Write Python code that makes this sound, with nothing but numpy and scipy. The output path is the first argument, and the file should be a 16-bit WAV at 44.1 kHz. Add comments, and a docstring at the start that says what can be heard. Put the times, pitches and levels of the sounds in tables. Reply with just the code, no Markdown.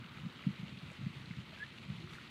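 """Soft low bumps and an uneven rumble, sent into the microphone by a hand gripping a camera.
The camera is on a quiet lawn, where a frog is held up in front of it and stays silent.
Fingers and grass tick and rustle faintly. One short rising chirp, probably a bird, stands out,
and a faint hum follows near the end. A steady outdoor hiss lies under everything."""
import sys
import numpy as np
from scipy import signal
from scipy.fft import rfft, irfft, next_fast_len
from scipy.io import wavfile
from scipy.ndimage import uniform_filter1d, map_coordinates

SR = 44100
rng = np.random.default_rng(int(sys.argv[2]) if len(sys.argv) > 2 else 0)


def store_wav(level_fs):
    """Save 16-bit WAV to argv[1]."""
    pcm = np.round(np.clip(np.atleast_2d(level_fs), -1, 1) * 32767)
    wavfile.write(sys.argv[1], SR, pcm.T.astype(np.int16))


N = 101429


def handling():
    """Each bump of the grip swings the camera body a few times; the shifting grip rumbles in between."""
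    # Each row: time of the peak in seconds, level in dB before the boost, pitch at the peak in Hz.
    bumps = [(0.018, -45.5, 160), (.055, -47.5, 178), (.176, -45, 149), (0.197, -49, 137),
             (0.223, -47, 162), (.238, -38.5, 170), (.254, -37.5, 168), (.267, -35, 190), (.472, -24, 186),
             (0.488, -36.5, 208), (.498, -41.5, 199), (.508, -37.5, 152), (.535, -49, 150),
             (.6, -38.5, 161), (0.616, -47, 150), (.635, -35, 174), (.646, -45.5, 208), (0.671, -55, 140),
             (0.726, -41, 161), (.75, -48, 149), (0.777, -43, 165), (0.835, -45, 153), (.871, -51, 156),
             (.888, -48.5, 150), (0.91, -47.5, 167), (0.994, -45, 132), (1.017, -42.5, 189),
             (1.031, -39, 151), (1.069, -31.5, 177), (1.106, -43, 159), (1.171, -42, 152),
             (1.198, -42.5, 154), (1.279, -43, 170), (1.312, -35.5, 171), (1.375, -43, 163),
             (1.389, -38, 145), (1.4, -39.5, 169), (1.862, -43.5, 156), (1.889, -44.5, 160),
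             (1.904, -34.5, 164), (1.924, -38.5, 149), (1.938, -43, 148), (1.983, -41.5, 180),
             (2.002, -43, 156), (2.045, -43, 152), (2.129, -48, 187), (2.143, -49, 110)]
    # Each row: time in seconds, level of the rumble in dB.
    rumble_levels = [(0, -51), (.1, -60), (.23, -50.5), (.32, -66), (.44, -58), (.49, -45.5), (.56, -70),
                     (.63, -57.5), (.75, -50), (.81, -64), (.86, -46.5), (.95, -70), (1.01, -48),
                     (1.06, -44), (1.13, -59), (1.2, -51), (1.39, -55.5), (1.5, -60.5), (1.8, -60),
                     (1.92, -51), (2.14, -56), (2.3, -69)]
    # Each row: frequency in Hz, relative strength of the rumble in dB.
    rumble_colour = [(20, -43), (40, -31), (62, -12.5), (100, -0.5), (135, 4), (195, -1.5), (250, -13),
                     (340, -32.5), (600, -62), (2000, -100)]
    rise_s, fall_s, boost_db = 0.0043, 0.0074, 1.5
    sag_per_s = 25.3  # a bump's pitch sinks by this many times its peak value per second
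    sound = amp(curves(rumble_levels)[0]) * coloured(rng.standard_normal(N), rumble_colour)
    for peak_s, db, hz in bumps:
        t = clock() - peak_s
        swell = np.exp(-(t / np.where(t < 0, rise_s, fall_s)) ** 2)
        swing = np.cos(2 * np.pi * hz * t * (1 - sag_per_s * t / 2))
        sound += amp(db + boost_db) * swell * swing
    return sound


def chirp():
    """One short, slightly rough whistle, probably a bird, that rises as it swells and fades."""
    # Each row: time in seconds, pitch in Hz, level in dB.
    chirp_path = [(1.592, 1640, -67), (1.605, 1643, -48), (1.617, 1693, -49), (1.629, 1698, -39.5),
                  (1.637, 1760, -45), (1.645, 1800, -54), (1.652, 1830, -75)]
    return rough_tone(chirp_path)


def ticks():
    """Fingers and grass touch; each contact rings very briefly, its pitch smeared as they slip."""
    # Each row: start in seconds, level in dB before the boost, pitch in Hz, fade rate per second.
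    contacts = [(.036, -49.5, 1390, 590), (0.042, -49.5, 2830, 600), (0.073, -53, 1330, 400),
                (0.158, -53, 1350, 400), (.171, -52, 1340, 400), (.174, -48.5, 2440, 700),
                (.184, -52, 1330, 400), (.201, -49, 2900, 900), (.3915, -47, 2300, 800),
                (.393, -50, 1300, 500), (.426, -48, 2420, 800), (.438, -46, 2100, 500),
                (.682, -47.5, 3120, 800), (.789, -50.5, 4270, 1800), (0.9019, -43.5, 2460, 900),
                (.917, -50.5, 567, 350), (.917, -56, 7160, 5000), (.9315, -57, 7950, 6000),
                (1.061, -47.5, 2000, 1000), (1.258, -50.5, 4090, 800), (1.3106, -43.5, 2090, 550),
                (1.336, -49.5, 1800, 500), (1.53, -52, 637, 200), (1.562, -47, 2360, 700),
                (1.575, -51.5, 1610, 200), (1.638, -47.5, 3440, 895), (1.783, -46, 2770, 700),
                (2.074, -50, 1290, 450), (2.133, -47.5, 1210, 600), (2.135, -44.5, 3580, 1600),
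                (2.153, -48, 1780, 800), (2.184, -43.5, 1420, 604), (2.213, -46.5, 2170, 600)]
    rise_s, boost_db, slip_radians = 0.00033, 2.5, 0.6
    sound = np.zeros(N)
    for start_s, db, hz, fade_rate in contacts:
        t = np.maximum(clock() - start_s, 0)
        slip = slip_radians * wobble(per_second=1500)
        envelope = np.exp(-fade_rate * t) * (1 - np.exp(-t / rise_s))
        ring = envelope * np.sin(2 * np.pi * hz * t + slip)
        sound += amp(db + boost_db) * ring / np.abs(ring).max()
    return sound


def rustle():
    """Light brushes of skin, each a puff of noise that swells and fades."""
    # Each row: time of the peak in seconds, level in dB.
    brushes = [(.2, -70), (.915, -69), (1.595, -69), (2.132, -74), (2.154, -65), (2.226, -71)]
    # Each row: frequency in Hz, relative strength in dB.
    rustle_colour = [(500, -25), (2000, 13), (4000, 10.5), (6500, 6.5), (12000, -3), (15000, -18)]
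    rise_s, fall_s = 0.043, 0.02
    envelope = np.zeros(N)
    for peak_s, db in brushes:
        t = clock() - peak_s
        envelope += amp(db) * np.exp(-np.abs(t) / np.where(t < 0, rise_s, fall_s))
    return envelope * coloured(rng.standard_normal(N), rustle_colour)


def hum():
    """A faint, brief hum that rises in pitch."""
    # Each row: time in seconds, pitch in Hz, level in dB.
    hum_path = [(2.0, 301.7, -75), (2.04, 340.6, -54), (2.075, 375, -61.5), (2.13, 370, -87)]
    return rough_tone(hum_path)


def crackle():
    """A fine crackle of tiny random clicks runs throughout."""
    # Each row: frequency in Hz, relative strength in dB.
    crackle_colour = [(500, -11.5), (1400, -15), (2300, -3), (4000, -3.5), (5200, -18.5), (14000, -46)]
    clicks_per_s, level_db, spread_db = 400, -64, 6
    sizes = amp(spread_db * np.clip(rng.standard_normal(N), -2, 2))
    happens = rng.random(N) < clicks_per_s / SR
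    clicks = happens * rng.choice([-1, 1], N) * sizes
    return amp(level_db) * coloured(clicks, crackle_colour)


def outdoors():
    """Steady hiss, a low distant murmur and a far wash of noise that comes and goes."""
    # In these three, each row: frequency in Hz, relative strength in dB.
    hiss_colour = [(260, -17), (450, -0.5), (790, -6), (863, -2), (1030, -2), (1310, 1.5), (1680, -3),
                   (2010, 2.5), (2470, 1.5), (3790, -3), (4330, -7), (5410, -18), (6550, -18.5),
                   (15500, -34.5)]
    murmur_colour = [(20, -36), (40, -31), (65, -1), (130, -3), (230, 3.5), (290, -3), (350, -3),
                     (450, -16), (700, -48), (2000, -74)]
    wash_colour = [(200, -21), (400, -5.5), (900, -5.5), (1300, 2.5), (1700, -3.5), (4000, -32.5)]
    # In these two, each row: time in seconds, level in dB that the sound flutters around.
    hiss_levels = [(0, -60), (.4, -57), (1.4, -57), (2.3, -57)]
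    wash_levels = [(0, -61.5), (.4, -63.5), (.65, -70.5), (1.9, -82), (2.15, -65), (2.3, -78)]
    hiss_flutter_db, wash_flutter_db, murmur_db = 0.78, 2.2, -59
    hiss_db = curves(hiss_levels)[0] + hiss_flutter_db * wobble(per_second=40.3)
    hiss = amp(hiss_db) * coloured(patchy(depth_db=1.5), hiss_colour)
    murmur = amp(murmur_db) * coloured(rng.standard_normal(N), murmur_colour)
    wash_db = curves(wash_levels)[0] + wash_flutter_db * wobble(per_second=49.4)
    wash = amp(wash_db) * coloured(rng.standard_normal(N), wash_colour)
    return hiss + murmur + wash


def rough_tone(path, roughness=0.1):
    """One plain tone that follows a path of pitch and level, its loudness trembling a little."""
    hz, db = curves(path)
    sounding = (clock() > path[0][0]) & (clock() < path[-1][0])
    tone = np.sqrt(2) * np.sin(2 * np.pi * np.cumsum(hz) / SR)
    tremble = 1 + roughness * wobble(per_second=400)
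    return sounding * amp(db) * tremble * tone


def amp(db):
    """Turn decibels into a multiplier."""
    return 10 ** (np.asarray(db) / 20)


def unit(x):
    """Scale x to an average (rms) size of 1."""
    return x / np.sqrt(np.mean(x ** 2) + 1e-20)


def clock():
    """The time of every sample, in seconds."""
    return np.arange(N) / SR


def curves(rows):
    """Join timed rows with straight lines: one curve for each column after the time."""
    times, *columns = np.transpose(rows)
    return [np.interp(clock(), times, column) for column in columns]


def wobble(per_second):
    """A smooth curve through this many random values a second."""
    values = rng.standard_normal(int(N * per_second / SR) + 4)
    return map_coordinates(values, [clock() * per_second])


def filtered(x, response):
    """Multiply each frequency in x by response(hz)."""
    size = next_fast_len(N + SR // 2)
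    hz = np.fft.rfftfreq(size, 1 / SR)
    return irfft(rfft(x, size) * response(hz), size)[:N]


def coloured(x, colour):
    """Shape the lows and highs of x by rows of Hz and dB, then scale it to an average size of 1."""
    row_hz, db = np.transpose(colour)
    return unit(filtered(x, lambda hz: amp(np.interp(np.log(hz + 1), np.log(row_hz + 1), db))))


def patchy(depth_db):
    """White noise with louder and softer patches scattered over pitch and time."""
    spectrum = signal.stft(rng.standard_normal(N), nperseg=512)[2]
    patches = uniform_filter1d(rng.standard_normal(spectrum.shape), size=6, axis=0)  # blur over pitch
    patches = uniform_filter1d(patches, size=8, axis=1)  # blur over time
    return signal.istft(spectrum * amp(depth_db * unit(patches)), nperseg=512)[1][:N]


def scene():
    """Add up everything that reaches the one microphone."""
    return (outdoors() + handling() + ticks() + rustle() + crackle() + chirp() + hum())[None]


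def record(dry):
    """The camera adds a faint electronic whine and cuts off the very highest sounds."""
    whine_hz, whine_db, cutoff_hz = 15000, -97, 15650
    whine = np.sqrt(2) * amp(whine_db) * np.sin(2 * np.pi * whine_hz * clock())
    return filtered(dry[0] + whine, lambda hz: hz < cutoff_hz)[None]


dry = scene()
out = record(dry)
store_wav(out)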